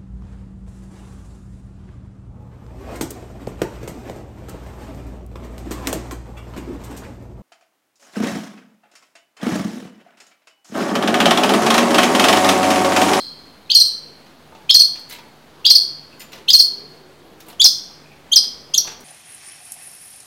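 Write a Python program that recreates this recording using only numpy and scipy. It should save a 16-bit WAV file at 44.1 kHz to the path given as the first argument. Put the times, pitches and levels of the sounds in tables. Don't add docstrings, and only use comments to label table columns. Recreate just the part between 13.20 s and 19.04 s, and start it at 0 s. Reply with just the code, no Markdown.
import sys
import numpy as np
from scipy import signal
from scipy.io import wavfile

SR = 44100
rng = np.random.default_rng(int(sys.argv[2]) if len(sys.argv) > 2 else 0)


def file_out(sig):
    cols = np.atleast_2d(sig).T
    lim = np.clip(cols, -1, 1)
    pcm = np.round(lim * 32767).astype(np.int16)
    wavfile.write(sys.argv[1], SR, pcm)


def how_loud(loudness_db):
    steps = np.asarray(loudness_db, float) / 20
    return 10 ** steps


N = 257544
LEAD_IN = round(.4 * SR)


def rms_one(x):
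    return x / np.sqrt(np.mean(x ** 2) + 1e-20)


def at_hz(points, hz):
    table_hz, values = np.transpose(points)
    return np.interp(np.log(hz), np.log(table_hz), values)


def band(x, low_hz, high_hz):
    return signal.sosfilt(signal.butter(2, [low_hz, high_hz], "band", fs=SR, output="sos"), x)


def drift(rate_hz, size):
    r = np.exp(-2 * np.pi * rate_hz / SR)
    noise = rng.standard_normal(size + SR)
    return rms_one(signal.lfilter([1], [1, -2 * r, r * r], noise)[SR:])


def ring(x, hz, t60):
    r = how_loud(-60 / (t60 * SR))
    w = 2 * np.pi * hz / SR
    return signal.lfilter([0, np.sin(w)], [1, -2 * r * np.cos(w), r * r], x + 1e-18)


def add(track, s, sound):
    at = LEAD_IN + round(s * SR)
    track[at:at + len(sound)] += sound[:len(track) - at]


def voice(notes, partials_db, glide, bend, flick, swell, fade, wobble, flutter_db, rasp_db):
    # t/s, second partial/dB, higher partials/dB, rasp/dB
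    beak = [(-.4, 2.5, -0.5, 9), (.45, -6.5, -9.5, 0), (.535, 2, -9.5, 1), (1.45, -10.5, -4, -2),
            (1.53, 1, 0, -0.5), (2.4, -9.5, -13, 1), (2.49, -1.5, 4.5, -1.5), (3.25, -8, -8, 4.5),
            (3.32, -2, 2, 2), (4.35, -1, 0.5, -7), (4.43, 2, 0.5, 7), (5.1, 0, 3.5, -5),
            (5.145, 5.5, 6, -9.5), (5.5, 10, 10, -2), (5.565, -4.5, -11, -8)]
    # f/Hz, level/dB
    throat = [(2200, -20), (3200, 0.5), (4300, 0.5), (5600, 1.5), (7000, -2), (8400, 4.5), (9600, -7),
              (11200, 6), (13000, 9.5), (14500, -8)]
    clear, rough = np.zeros((2, LEAD_IN + N))
    unsteady = 1 + wobble * drift(250, size=len(clear))
    for s, length, start_hz, held_hz, end_hz, level_db in notes:
        second_db, higher_db, turn_db = [row for row in beak if row[0] <= s][-1][1:]
        t = np.arange(round(length * SR)) / SR
        leaving = np.exp((t - length) / flick)
        hz = held_hz + (start_hz - held_hz) * np.exp(-(t / glide) ** bend) + (end_hz - held_hz) * leaving
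        phase = 2 * np.pi * np.cumsum(hz * unsteady[LEAD_IN + round(s * SR):][:len(t)]) / SR
        aimed_db = np.array(partials_db) + ([0, second_db] + 3 * [higher_db])[:len(partials_db)]
        closing_db = -14 * leaving
        tone = 0
        for k, db in enumerate(aimed_db, start=1):
            level = how_loud(db + at_hz(throat, k * hz) + (k > 1) * closing_db)
            tone = tone + level * np.sin(k * phase) * (k * hz < SR / 2)
        breath = how_loud(level_db) * (1 - np.exp(-(t / swell) ** 2)) * (1 - np.exp((t - length) / fade))
        add(clear, s, breath * tone)
        add(rough, s, breath * how_loud(turn_db + rasp_db))
    rasp = band(rough * rng.standard_normal(len(rough)), 8000, 21000)
    return clear * how_loud(flutter_db * drift(120, size=len(clear))) + rasp


def tiring(rows, top_hz, top_sag_hz, flick_hz, flick_sag_hz):
    notes = []
    for s, length, hz, db in rows:
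        done = sum(0 < s - other[0] < .15 for other in rows)
        notes.append((s, length, top_hz - done * top_sag_hz, hz, hz + flick_hz - done * flick_sag_hz, db))
    return notes


def flicked(rows, flick_hz):
    return [(s, length, start_hz, hz, hz + flick_hz, db) for s, length, start_hz, hz, db in rows]


def rising_whistles():
    # t/s, length/s, held f/Hz, landing f/Hz, level/dB
    rising = [(-.34, .017, 3200, 4600, 5), (.500, 0.019, 3020, 4650, -8.5), (1.492, 0.02, 3233, 5180, -3),
              (2.449, 0.018, 3335, 4660, -3), (3.283, .023, 3170, 4937, -6.5),
              (4.395, 0.024, 3467, 4705, -4.5), (5.1158, .0205, 3174, 4440, -5),
              (5.537, 0.014, 3258, 4320, -7)]
    partials = [-2.5, -10, -23.5, -42, -47]
    rises, landings = [], []
    for s, length, hz, top_hz, db in rising:
        start_hz = 3060 - .8 * max(hz - 3200, 0)
        end_hz = hz + .85 * (top_hz - hz)
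        rises.append((s, length, start_hz, hz, end_hz, db))
        landings.append((s + length - 0.0016, 0.0064, end_hz, top_hz, top_hz, db - 3))
    return (voice(rises, partials, glide=.006, bend=1.2, flick=0.0028, swell=0.0056, fade=0.0004,
                  wobble=.004, flutter_db=1.1, rasp_db=-25.0)
            + voice(landings, [0, -30], glide=0.00094, bend=1.2, flick=0.002, swell=0.00027, fade=0.0039,
                    wobble=0.021, flutter_db=8.0, rasp_db=-30.5))


def lead_ins():
    # t/s, length/s, start f/Hz, held f/Hz, level/dB
    leaps = [(.493, 0.018, 2530, 4310, -11), (1.487, 0.023, 2455, 4350, -11),
             (2.443, 0.017, 2707, 4430, -9), (3.276, 0.022, 2635, 4295, -10.5),
             (4.3925, 0.0056, 2816, 2950, -20), (5.1135, .006, 2990, 3050, -19),
             (5.5345, 0.0079, 2700, 2610, -16), (5.536, .007, 4920, 5330, -12)]
    partials = [-1.5, -18, -37]
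    return voice(flicked(leaps, 70), partials, glide=.0095, bend=6.5, flick=0.0072, swell=0.0047, fade=0.001,
                 wobble=0.0086, flutter_db=0.5, rasp_db=-36.5)


def falling_whistles():
    # t/s, length/s, held f/Hz, level/dB
    falling = [(-.29, .030, 4166, 15), (-.24, .012, 4484, -6.5), (.545, 0.032, 4150, -2.5),
               (.598, 0.03, 4170, -3.5), (.648, 0.027, 4335, -14.5), (1.541, 0.029, 4185, -0.5),
               (1.593, 0.032, 4240, -2.5), (1.641, 0.021, 4360, -8.5), (2.498, .027, 4212, 1),
               (2.549, .022, 4280, 0.5), (2.597, 0.033, 4290, -19.5), (3.331, .034, 4226, -1),
               (3.389, 0.03, 4290, -2.5), (3.439, 0.0207, 4255, -10.5)]
    # t/s, length/s, held f/Hz, level/dB
    late = [(4.438, 0.03, 4144, -3), (5.154, 0.032, 4100, -9)]
    partials = [0, -22, -44]
    last = (5.576, .017, 6479.5, 4173, -6.5)
    falls = tiring(falling, top_hz=6124, top_sag_hz=200, flick_hz=586, flick_sag_hz=249.6) + flicked([last], 0)
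    late_falls = tiring(late, top_hz=7250, top_sag_hz=0, flick_hz=100.8, flick_sag_hz=0)
    return (voice(falls, partials, glide=.0065, bend=1.5, flick=0.0033, swell=0.0064, fade=0.0054,
                  wobble=.012, flutter_db=1.0, rasp_db=-22)
            + voice(late_falls, partials, glide=.0095, bend=1.7, flick=0.0023, swell=0.0071, fade=0.0038,
                    wobble=0.0061, flutter_db=3.5, rasp_db=-23))


def upper_falls():
    # t/s, length/s, held f/Hz, level/dB
    high = [(.542, 0.039, 5600, -19.5), (.595, 0.019, 5600, -18.5), (1.538, 0.039, 5700, -16),
            (1.590, .016, 5700, -14.5), (2.495, .028, 5600, -17.5), (2.546, 0.022, 5600, -16.5),
            (3.328, .034, 5400, -17), (3.385, 0.035, 5500, -20.5)]
    # t/s, start f/Hz, level/dB
    sliding = [(4.446, 6360, -6), (5.158, 6676, -4.5)]
    partials = [-2, -16]
    last = (5.5755, .011, 6440, 5410, 3.5)
    upper = tiring(high, top_hz=7060, top_sag_hz=420, flick_hz=90, flick_sag_hz=0) + flicked([last], -292)
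    slides = [(s, .0235, hz, 5890, 4360, db) for s, hz, db in sliding]
    return (voice(upper, partials, glide=.008, bend=1.7, flick=0.0054, swell=0.0028, fade=0.0033,
                  wobble=0.014, flutter_db=5.0, rasp_db=-15.0)
            + voice(slides, [0, -24], glide=0.0042, bend=1.8, flick=0.019, swell=0.001, fade=0.0023,
                    wobble=.015, flutter_db=2.5, rasp_db=-22.5))


def hops():
    # t/s, scratch/dB, weight on the perch/dB, feather rustle/dB
    contacts = [(1.0605, -40.5, -47, -58), (1.3193, -48, -35.5, -65.5), (1.347, -37, -37.5, -60.5),
                (1.7526, -30, -41, -48), (1.778, -53, -45, -55.5), (1.7916, -51, -55.5, -44),
                (1.894, -34, -50, -35), (1.9054, -27, -46, -38), (1.9215, -26, -35, -32),
                (1.9449, -29.5, -41.5, -53), (1.9836, -32.5, -37.5, -52), (3.0007, -30.5, -52, -37.5),
                (3.0146, -32.5, -49, -51), (3.1174, -33, -47, -42.5), (3.128, -26.5, -36.5, -42),
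                (3.1511, -33, -40.5, -46), (3.175, -35.5, -45, -58), (4.201, -35.5, -58.5, -39.5),
                (4.262, -39, -42, -45), (4.2823, -32.5, -37, -35.5), (4.2972, -33.5, -45, -40.5),
                (4.3244, -35, -39, -54), (5.234, -34, -40, -37), (5.645, -35, -33.5, -41),
                (5.672, -22, -30, -50), (5.696, -31.5, -38, -50), (5.7145, -30, -42, -49),
                (5.8024, -50, -55, -43)]
    # t/s, level/dB
    wire_ticks = [(1.89, -51), (2.996, -41)]
    # f/Hz, level/dB, t60/s
    perch = [(747, 5.5, 0.023), (901, 11.5, 0.024), (1168, 1.5, 0.052), (530, -2, 0.052)]
    # f/Hz, level/dB, t60/s
    cage_wires = [(7080, -4, .22), (8900, -6, .12), (9080, -7, .14), (12500, -8, .1), (13050, -2, .13),
                  (15300, -7, .1), (5200, -7, .1), (2020, -6, .25)]
    length = 0.008
    scratch, knock, rustle, tick = np.zeros((4, LEAD_IN + N))
    shape = (len(contacts), 2000)
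    grit = rng.standard_normal(shape) * rng.exponential(1, shape) ** 0.2
    t = np.arange(2000) / SR
    for (s, scratch_db, perch_db, rustle_db), noise in zip(contacts, grit):
        centre_hz = np.clip(1910 + 35 * (scratch_db - perch_db), 800, 4000)
        burst = noise * np.exp(-t / length) * np.minimum(t / (0.71 * length), 1)
        add(scratch, s, how_loud(scratch_db + 6) * band(burst, centre_hz / 1.8, centre_hz * 2.32))
        add(knock, s, how_loud(perch_db - 28) * burst)
        add(rustle, s, how_loud(rustle_db + 6.0) * burst)
    for s, db in wire_ticks:
        add(tick, s, how_loud(db) * np.ones(1))
    wood = sum(how_loud(db) * ring(knock, hz, t60) for hz, db, t60 in perch)
    wires = sum(how_loud(db) * ring(tick, hz, t60) for hz, db, t60 in cage_wires)
    return scratch + wood + band(rustle, 3800, 15000) + wires


def room(x, wet_db, build, late_db, late_stretch, echo_db):
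    # f/Hz, t60/s
    room_t60 = [(500, 0.94), (2000, 0.68), (3200, 0.21), (4300, 0.46), (5600, 0.32), (8500, 0.28),
                (13000, 0.25)]
    # delay/s, level/dB
    echoes = [(.0035, -11), (.0075, -10), (.0125, -11), (.019, -13), (.027, -13)]
    t = np.arange(round(.9 * SR)) / SR
    white = rng.standard_normal((2, len(t)))
    edges = 200 * 2 ** np.arange(0, 6.6, .5)
    tail = 0
    for k, (low, high) in enumerate(zip(edges, edges[1:])):
        fall_db = -60 * t / at_hz(room_t60, np.sqrt(low * high))
        next_door = how_loud(late_db + fall_db / late_stretch)
        tail = tail + band(white[k % 2], low, high) * (how_loud(fall_db) + next_door)
    response = how_loud(wet_db) * tail * (1 - np.exp(-t / build)) / np.sqrt(np.sum(tail ** 2))
    response[0] += 1
    smear = rng.standard_normal((len(echoes), 120)) * np.exp(-np.arange(120) / 35)
    for (s, db), echo in zip(echoes, smear):
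        response[round(s * SR):][:120] += how_loud(db + echo_db) * echo / np.sqrt(np.sum(echo ** 2))
    return signal.fftconvolve(x, response)[LEAD_IN:LEAD_IN + N]


def far_bird():
    # t/s, length/s, held f/Hz, level/dB
    whistles = [(.41, 0.089, 3880, -67), (2.90, 0.06, 2530, -44), (4.83, 0.13, 2450, -47.5)]
    notes = [(s, length, 1.04 * hz, hz, hz, db) for s, length, hz, db in whistles]
    return voice(notes, [0], glide=0.047, bend=1.0, flick=.02, swell=0.016, fade=0.024,
                 wobble=0.037, flutter_db=9.5, rasp_db=-46.5)


def drone():
    # t/s, f/Hz, level/dB
    engine = [(3.361, 352.2, -70), (3.552, 394.5, -46.5), (3.66, 441.3, -46), (3.71, 441.3, -72),
              (3.8, 384, -53), (3.97, 360, -55), (4.12, 312.2, -49), (4.279, 320.6, -49), (4.46, 366, -65)]
    s, hz, db = np.transpose(engine)
    t = np.arange(N) / SR
    phase = 2 * np.pi * np.cumsum(np.interp(t, s, hz) * (1 + 0.015 * drift(9.8, size=N))) / SR
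    level_db = np.interp(t, s, db, left=-99, right=-99) - 0.5 + 2.1 * drift(19, size=N)
    return how_loud(level_db) * np.sin(phase)


def ambience(patchy_db):
    # t/s, level/dB
    air_levels = [(0, -48), (.9, -48), (3.4, -47.5), (4.9, -47.5), (5.84, -46.5)]
    # f/Hz, level/dB per Hz
    colour = [(15, -49), (25, -21), (86, -6), (118, -14), (202, -1), (271, -5.5), (301, -5), (450, -7.5),
              (769, -9), (1760, -15.5), (3260, -20), (3630, -16.5), (4870, -25.5), (15000, -34)]
    # closest t/s, half-width/s, level/dB
    passes = [(.85, .2, -39.5), (2.55, 0.3, -38.5), (3.2, .2, -35), (3.7, 0.22, -36), (4.15, 0.22, -36),
              (5.6, .5, -38.5)]
    s, air_db = np.transpose(air_levels)
    t = np.arange(N) / SR
    white = rng.standard_normal((3, N))
    edges = 26 * 2 ** np.arange(0, 9.7, .5)
    flicker = [drift(13.0, size=N) for k in range(4)]
    air = 0
    for k, (low, high) in enumerate(zip(edges, edges[1:])):
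        level_db = at_hz(colour, np.sqrt(low * high)) + patchy_db * flicker[k % 4]
        air = air + band(white[k % 2], low, high) * how_loud(level_db)
    swells = sum(how_loud(db) * np.exp(-((t - closest) / width) ** 2) for closest, width, db in passes)
    traffic = rms_one(band(white[2], 330, 480)) * how_loud(-16.5 + 0.83 * flicker[1]) * swells
    hum_hz, hum_width_hz = 147.9, 5.4
    hum = rms_one(band(white[2], hum_hz - hum_width_hz / 2, hum_hz + hum_width_hz / 2))
    return rms_one(air) * how_loud(np.interp(t, s, air_db)) + traffic + how_loud(-59) * hum


def scene():
    # from t/s, tail/dB, wall echoes/dB
    places = [(-.4, -2.5, -4.5), (1.2, -5.5, 0), (2.2, -4, -1), (3.2, -5.5, 2.5), (4.1, -5.5, -1),
              (5.0, -6.5, -1), (5.45, -7.5, -1.5)]
    song = rising_whistles() + lead_ins() + falling_whistles() + upper_falls()
    cage = song + hops() + far_bird()
    t = np.arange(-LEAD_IN, N) / SR
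    place = np.searchsorted(np.array(places)[1:, 0], t)
    wet = 0
    for k, (s, wet_db, echo_db) in enumerate(places):
        wet = wet + room(cage * (place == k), wet_db, build=0.0022, late_db=-16.0, late_stretch=2.19,
                         echo_db=echo_db)
    return (wet + ambience(patchy_db=1.1) + drone())[None]


def top_cut(x):
    return signal.sosfilt(signal.butter(12, 17110, fs=SR, output="sos"), x)


def record(dry):
    overloaded = np.clip(dry, -1.05, 1.06)
    cut = signal.sosfilt(signal.ellip(10, .3, 55, 15850, fs=SR, output="sos"), overloaded)
    mix = np.clip(cut, -.99, .995) + .0014
    return top_cut(mix)


dry = scene()
out = record(dry)
file_out(out)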